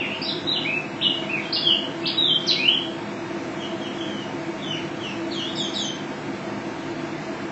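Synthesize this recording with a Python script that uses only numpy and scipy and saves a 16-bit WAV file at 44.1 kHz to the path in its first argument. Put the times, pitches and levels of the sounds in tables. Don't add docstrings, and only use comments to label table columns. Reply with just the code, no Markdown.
import sys
import numpy as np
from scipy import signal
from scipy.fft import rfft, irfft, next_fast_len
from scipy.io import wavfile
from scipy.ndimage import uniform_filter1d, map_coordinates

SR = 44100
rng = np.random.default_rng(int(sys.argv[2]) if len(sys.argv) > 2 else 0)


def digitize_waveform(pressure):
    field = np.atleast_2d(pressure).T
    bounded = np.clip(field, -1, 1)
    quanta = np.round(bounded * 32767).astype(np.int16)
    wavfile.write(sys.argv[1], SR, quanta)


def gain_from_db(level_db):
    decades = np.asarray(level_db, float) / 20
    return 10 ** decades


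N = 331191


def unit(x):
    return x / np.sqrt(np.mean(x ** 2) + 1e-20)


def along(points, hz):
    f, v = np.transpose(points)
    return np.interp(np.log(hz + 1), np.log(f + 1), v)


def filtered(x, response):
    m = next_fast_len(N + 8192)
    return irfft(rfft(x, m) * response(np.fft.rfftfreq(m, 1 / SR)), m)[..., :N]


def wobble(rate):
    knots = rng.standard_normal(int(N * rate / SR) + 4)
    return map_coordinates(knots, [np.arange(N) * rate / SR])


# pitch in Hz, level in dB.
THROAT = [(2000, -7), (2800, 0.5), (4000, -1), (5200, -1.5), (6500, -15)]


def whistle(row, kind, overtone, edge, flutter_db):
    start, length, from_hz, to_hz, db = row
    haste, crest, lead_db, trail_db, boost_db = kind
    t = np.arange(0, length, 1 / SR)
    glide = np.expm1(-haste * t / length) / np.expm1(-haste)
    pitch = from_hz + (to_hz - from_hz) * glide
    phase = 2 * np.pi * np.cumsum(pitch) / SR

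    swell_db = np.interp(t / length, [0, np.clip(crest, 0, 1), 1], [-lead_db, 0, -trail_db])
    fade = np.clip(np.minimum(t, length - t) / edge, 0, 1)
    at = round(start * SR)
    level_db = db + swell_db + along(THROAT, pitch) + flutter_db[at:][:len(t)]
    level = gain_from_db(level_db) * np.sin(np.pi / 2 * fade) ** 2
    octave = gain_from_db(along(overtone, pitch) + boost_db) * np.sin(2 * phase)
    return at, np.sqrt(2) * level * (np.sin(phase) + octave)


# frequency in Hz, time to fall 60 dB in seconds.
WALLS = [(2000, 0.39), (3500, 0.49), (5500, 0.52), (8000, 0.16)]


def room(x, gap):
    hz, t, z = signal.stft(rng.standard_normal(SR * 3 // 5), SR, nperseg=256)
    decay = gain_from_db(-60 * t / along(WALLS, hz)[:, None])
    tail = signal.istft(z * decay, SR, nperseg=256)[1]
    tail = tail * np.clip(np.arange(len(tail)) / SR / gap, 0, 1)
    return signal.fftconvolve(x, tail / np.linalg.norm(tail))


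def bird(song, overtone, direct_db, wet_db, gap, flutter_db):
    out = np.zeros(N + 2 * SR)
    flutter = flutter_db * wobble(110)
    for kind, notes in song:
        for row in notes:
            start, note = whistle(row, kind, overtone, edge=.004, flutter_db=flutter)
            echoes = room(note, gap)
            out[start:start + len(note)] += gain_from_db(direct_db) * note
            out[start:start + len(echoes)] += gain_from_db(wet_db) * echoes
    return out[:N]


# haste (above 0 glides early then settles, below 0 holds then
# glides), share of the note at its peak (clipped to 0-1), drop at start in dB, drop at end in dB, overtone
# boost in dB.
FLICK = (0.5, 0, 5, 8.5, -3)
LEAP = (1, -1.1, 3.5, -1, 0.5)
DIVE = (3, 1.2, 7.5, 2, 0.5)
CLIMB = (0.67, .4, 10.5, 16.5, 0.5)
ARCH = (3, 0, 7.5, 7.5, 1.5)
SLUR = (-1.06, 0.8, 1.5, 7, 1)
# start in seconds, length in seconds, from Hz, to Hz, level in dB.
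FLICKS = [(0, 0.027, 3720, 2950, -32.5), (0, .052, 2930, 1875, -22), (.268, .011, 4700, 2320, -28),
          (0.28, .026, 4280, 3230, -21), (.459, .011, 4500, 3700, -27.5), (1.224, 0.023, 2470, 1950, -32),
          (1.39, 0.045, 4000, 3320, -41.5), (1.543, .026, 5325, 2920, -19.5),
          (2.078, 0.024, 4610, 1885, -22.5), (2.122, 0.013, 2200, 3880, -28.5),
          (2.503, 0.022, 3815, 1970, -18)]
LEAPS = [
    (1.01, 0.019, 2250, 4110, -23),
    (1.524, .014, 3680, 5270, -22.5),
    (2.054, 0.021, 2567, 5140, -20.5),
    (2.465, 0.012, 5070, 6560, -22),
]
DIVES = [
    (1.025, .042, 4100, 2850, -16),
    (2.471, .03, 6300, 3850, -11),
    (1.42, 0.043, 3500, 3170, -36),
]
CLIMBS = [
    (0.081, 0.075, 2248, 3243, -25),
    (0.204, 0.033, 2100, 3030, -33),
    (.245, .036, 3600, 4140, -28),
    (2.554, 0.11, 2100, 2820, -17.5),
    (2.65, 0.097, 2713, 3400, -15),
]
ARCHES = [
    (.215, 0.046, 4400, 5500, -26),
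    (.648, .1, 2150, 2643, -21),
    (1.29, 0.044, 2360, 2740, -24.5),
    (1.56, 0.039, 2790, 2863, -29),
    (2.032, 0.028, 2540, 2690, -30),
    (0.47, 0.041, 3680, 4030, -20),
]
SLURS = [
    (0.514, 0.06, 3850, 2610, -25.5),
    (1.329, 0.07, 2627, 1924, -25),
    (1.618, .045, 3443, 3214, -21.5),
    (1.648, 0.083, 3332, 2647, -19),
    (2.163, .055, 3934, 3690, -20),
    (2.22, 0.092, 3700, 3070, -22.5),
    (2.294, 0.045, 3094, 3260, -20.5),
]
# pitch in Hz, octave overtone in dB.
PURE = [(3000, -45.5)]


def near_bird():
    song = [(FLICK, FLICKS), (LEAP, LEAPS), (DIVE, DIVES), (CLIMB, CLIMBS), (ARCH, ARCHES), (SLUR, SLURS)]
    return bird(song, PURE, direct_db=-4.5, wet_db=-1.5, gap=.004, flutter_db=3.0)


# haste, share of the note at its peak (clipped to 0-1), drop at
# start in dB, drop at end in dB, overtone boost in dB.
PLUNGE = (-0.5, 1.7, 0, 9.5, 2)
SWOOP = (1.4, 0.11, 1.3, 11, 4.4)
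SAG = (-2.6, 1, 2, 7, -7)
DRIFT = (0.9, 0.4, 6, 9.5, -7)
LIFT = (-1.5, 1, 5.5, 4, -12)
# start in seconds, length in seconds, from Hz, to Hz, level in dB.
PLUNGES = [
    (5.305, .022, 4600, 3790, -37),
    (5.552, .014, 5670, 3800, -25.5),
    (5.736, .013, 5700, 3790, -26.5),
]
SWOOPS = [
    (5.322, .045, 3840, 3230, -34.5),
    (5.562, .092, 3955, 3120, -26),
    (5.75, .105, 3947, 3060, -25),
]
SAGS = [
    (3.599, 0.038, 3278, 2590, -34),
    (3.81, .065, 3282, 2480, -35.5),
    (3.981, 0.052, 3393, 2303, -35.5),
    (4.656, .085, 3090, 2727, -32),
    (5.352, .065, 3287, 2590, -31.5),
]
DRIFTS = [
    (4.028, .22, 3330, 2867, -38.5),
    (4.609, 0.055, 3950, 2950, -34.5),
    (4.727, .075, 2814, 1897, -33),
    (4.996, .12, 3400, 2502, -34),
]
LIFTS = [
    (5.42, 0.081, 3200, 3850, -32.5),
]
# pitch in Hz, octave overtone in dB.
REED = [(2300, -6), (3100, -10), (3850, -17), (4400, -37)]


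def far_bird():
    answer = [(PLUNGE, PLUNGES), (SWOOP, SWOOPS), (SAG, SAGS), (DRIFT, DRIFTS), (LIFT, LIFTS)]
    return bird(answer, REED, direct_db=-7.5, wet_db=-1.4, gap=.003, flutter_db=3.5)


# frequency in Hz, level in dB per Hz.
AIR = [(15, -62), (25, -33.5), (76, -28), (145, -16), (234, -12.5), (336, -6.5), (388, -17.5), (506, -14.5),
       (585, -20.5), (659, -13.5), (799, -18.5), (2250, -24), (3230, -29.5), (7860, -41), (10200, -79),
       (17300, -120)]
# frequency in Hz, width in Hz, level in dB.
DUCT = [(112.4, 25, -11.5), (152.1, 14, -3.5), (203.5, 20, -2.5), (263.7, 16, -3), (280.7, 16, -8.5),
        (354.2, 35, -4), (502, 18, -11.5), (644.5, 40, -8.5), (906, 63, -14)]
# frequency in Hz, level in dB.
MOTOR = [(333.8, -39), (667.5, -51.5), (1599, -54.5), (2207, -64.5), (2266, -55), (2519, -67.5)]


def fan():
    def ducts(f):
        power = sum(gain_from_db(2 * level) / (1 + ((f - hz) / w * 2) ** 2) ** 2 for hz, w, level in DUCT)
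        return np.sqrt(power)

    rush = unit(filtered(rng.standard_normal(N), lambda hz: gain_from_db(along(AIR, hz))))
    hum = unit(filtered(rng.standard_normal(N), ducts))
    turns = np.arange(N) / SR + .00015 * wobble(6)
    tones = np.zeros(N)
    for hz, level in MOTOR:
        tones += gain_from_db(level + 3 * wobble(7)) * np.sqrt(2) * np.sin(2 * np.pi * hz * turns)
    draught = gain_from_db(-30 + .3 * wobble(2.074))
    return draught * (gain_from_db(-3.0) * rush + gain_from_db(-5) * hum) + tones


def scene():
    near = near_bird()
    far = far_bird()
    return (near + far + fan())[None]


# frequency in Hz, step in dB.
COARSE = [(150, -16), (1200, -8), (2500, 1), (4000, 6.5), (8000, 8.5)]


def thin_and_mask(x, up_db, down_db, margin_db, fickle_db, finest_db):
    hop, band = 1024, 16
    blocks = len(x) // 441 + 1
    low = signal.resample(np.pad(x, (0, blocks * 441 - len(x))), blocks * 160)
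    low = np.pad(low, (hop, 2 * hop))

    n, k = np.arange(2 * hop) + .5, np.arange(hop) + .5
    window = np.sin(np.pi * n / hop / 2)[:, None]
    basis = window * np.cos(np.pi / hop * np.outer(n + hop / 2, k)) * np.sqrt(2 / hop)
    lines = np.lib.stride_tricks.sliding_window_view(low, 2 * hop)[::hop] @ basis

    hz = (np.arange(hop // band) + .5) * band * 8000 / hop
    power = np.mean(lines.reshape(len(lines), -1, band) ** 2, axis=2)
    level_db = 10 * np.log10(power + 1e-20)
    octaves = np.log2(hz[None] / hz[:, None])
    skirt_db = np.where(octaves > 0, -up_db * octaves, down_db * octaves) - margin_db
    heard = level_db > np.max(level_db[:, :, None] + skirt_db, axis=1)

    budget = unit(uniform_filter1d(rng.standard_normal(level_db.shape), size=2, axis=0))
    step_db = np.median(level_db, axis=0) + along(COARSE, hz) + fickle_db * budget
    step = np.repeat(gain_from_db(np.maximum(step_db, level_db - finest_db)), band, axis=1)
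    rounded = np.sign(lines) * np.floor(np.abs(lines) / step + .42) * step
    kept = np.repeat(heard, band, axis=1) * rounded

    frames = kept @ basis.T
    joined = (frames[:-1, hop:] + frames[1:, :hop]).ravel()[:blocks * 160]
    return signal.resample(joined, blocks * 441)[:N]


def band_limit(x):
    return signal.sosfilt(signal.butter(12, 8010, fs=SR, output="sos"), x)


def record(dry):
    phone = thin_and_mask(dry[0], up_db=47, down_db=130, margin_db=9, fickle_db=4, finest_db=13)
    mix = filtered(phone, lambda hz: 1 / (1 + (hz / 8000) ** 200))
    return band_limit(mix[None])


dry = scene()
out = record(dry)
digitize_waveform(out)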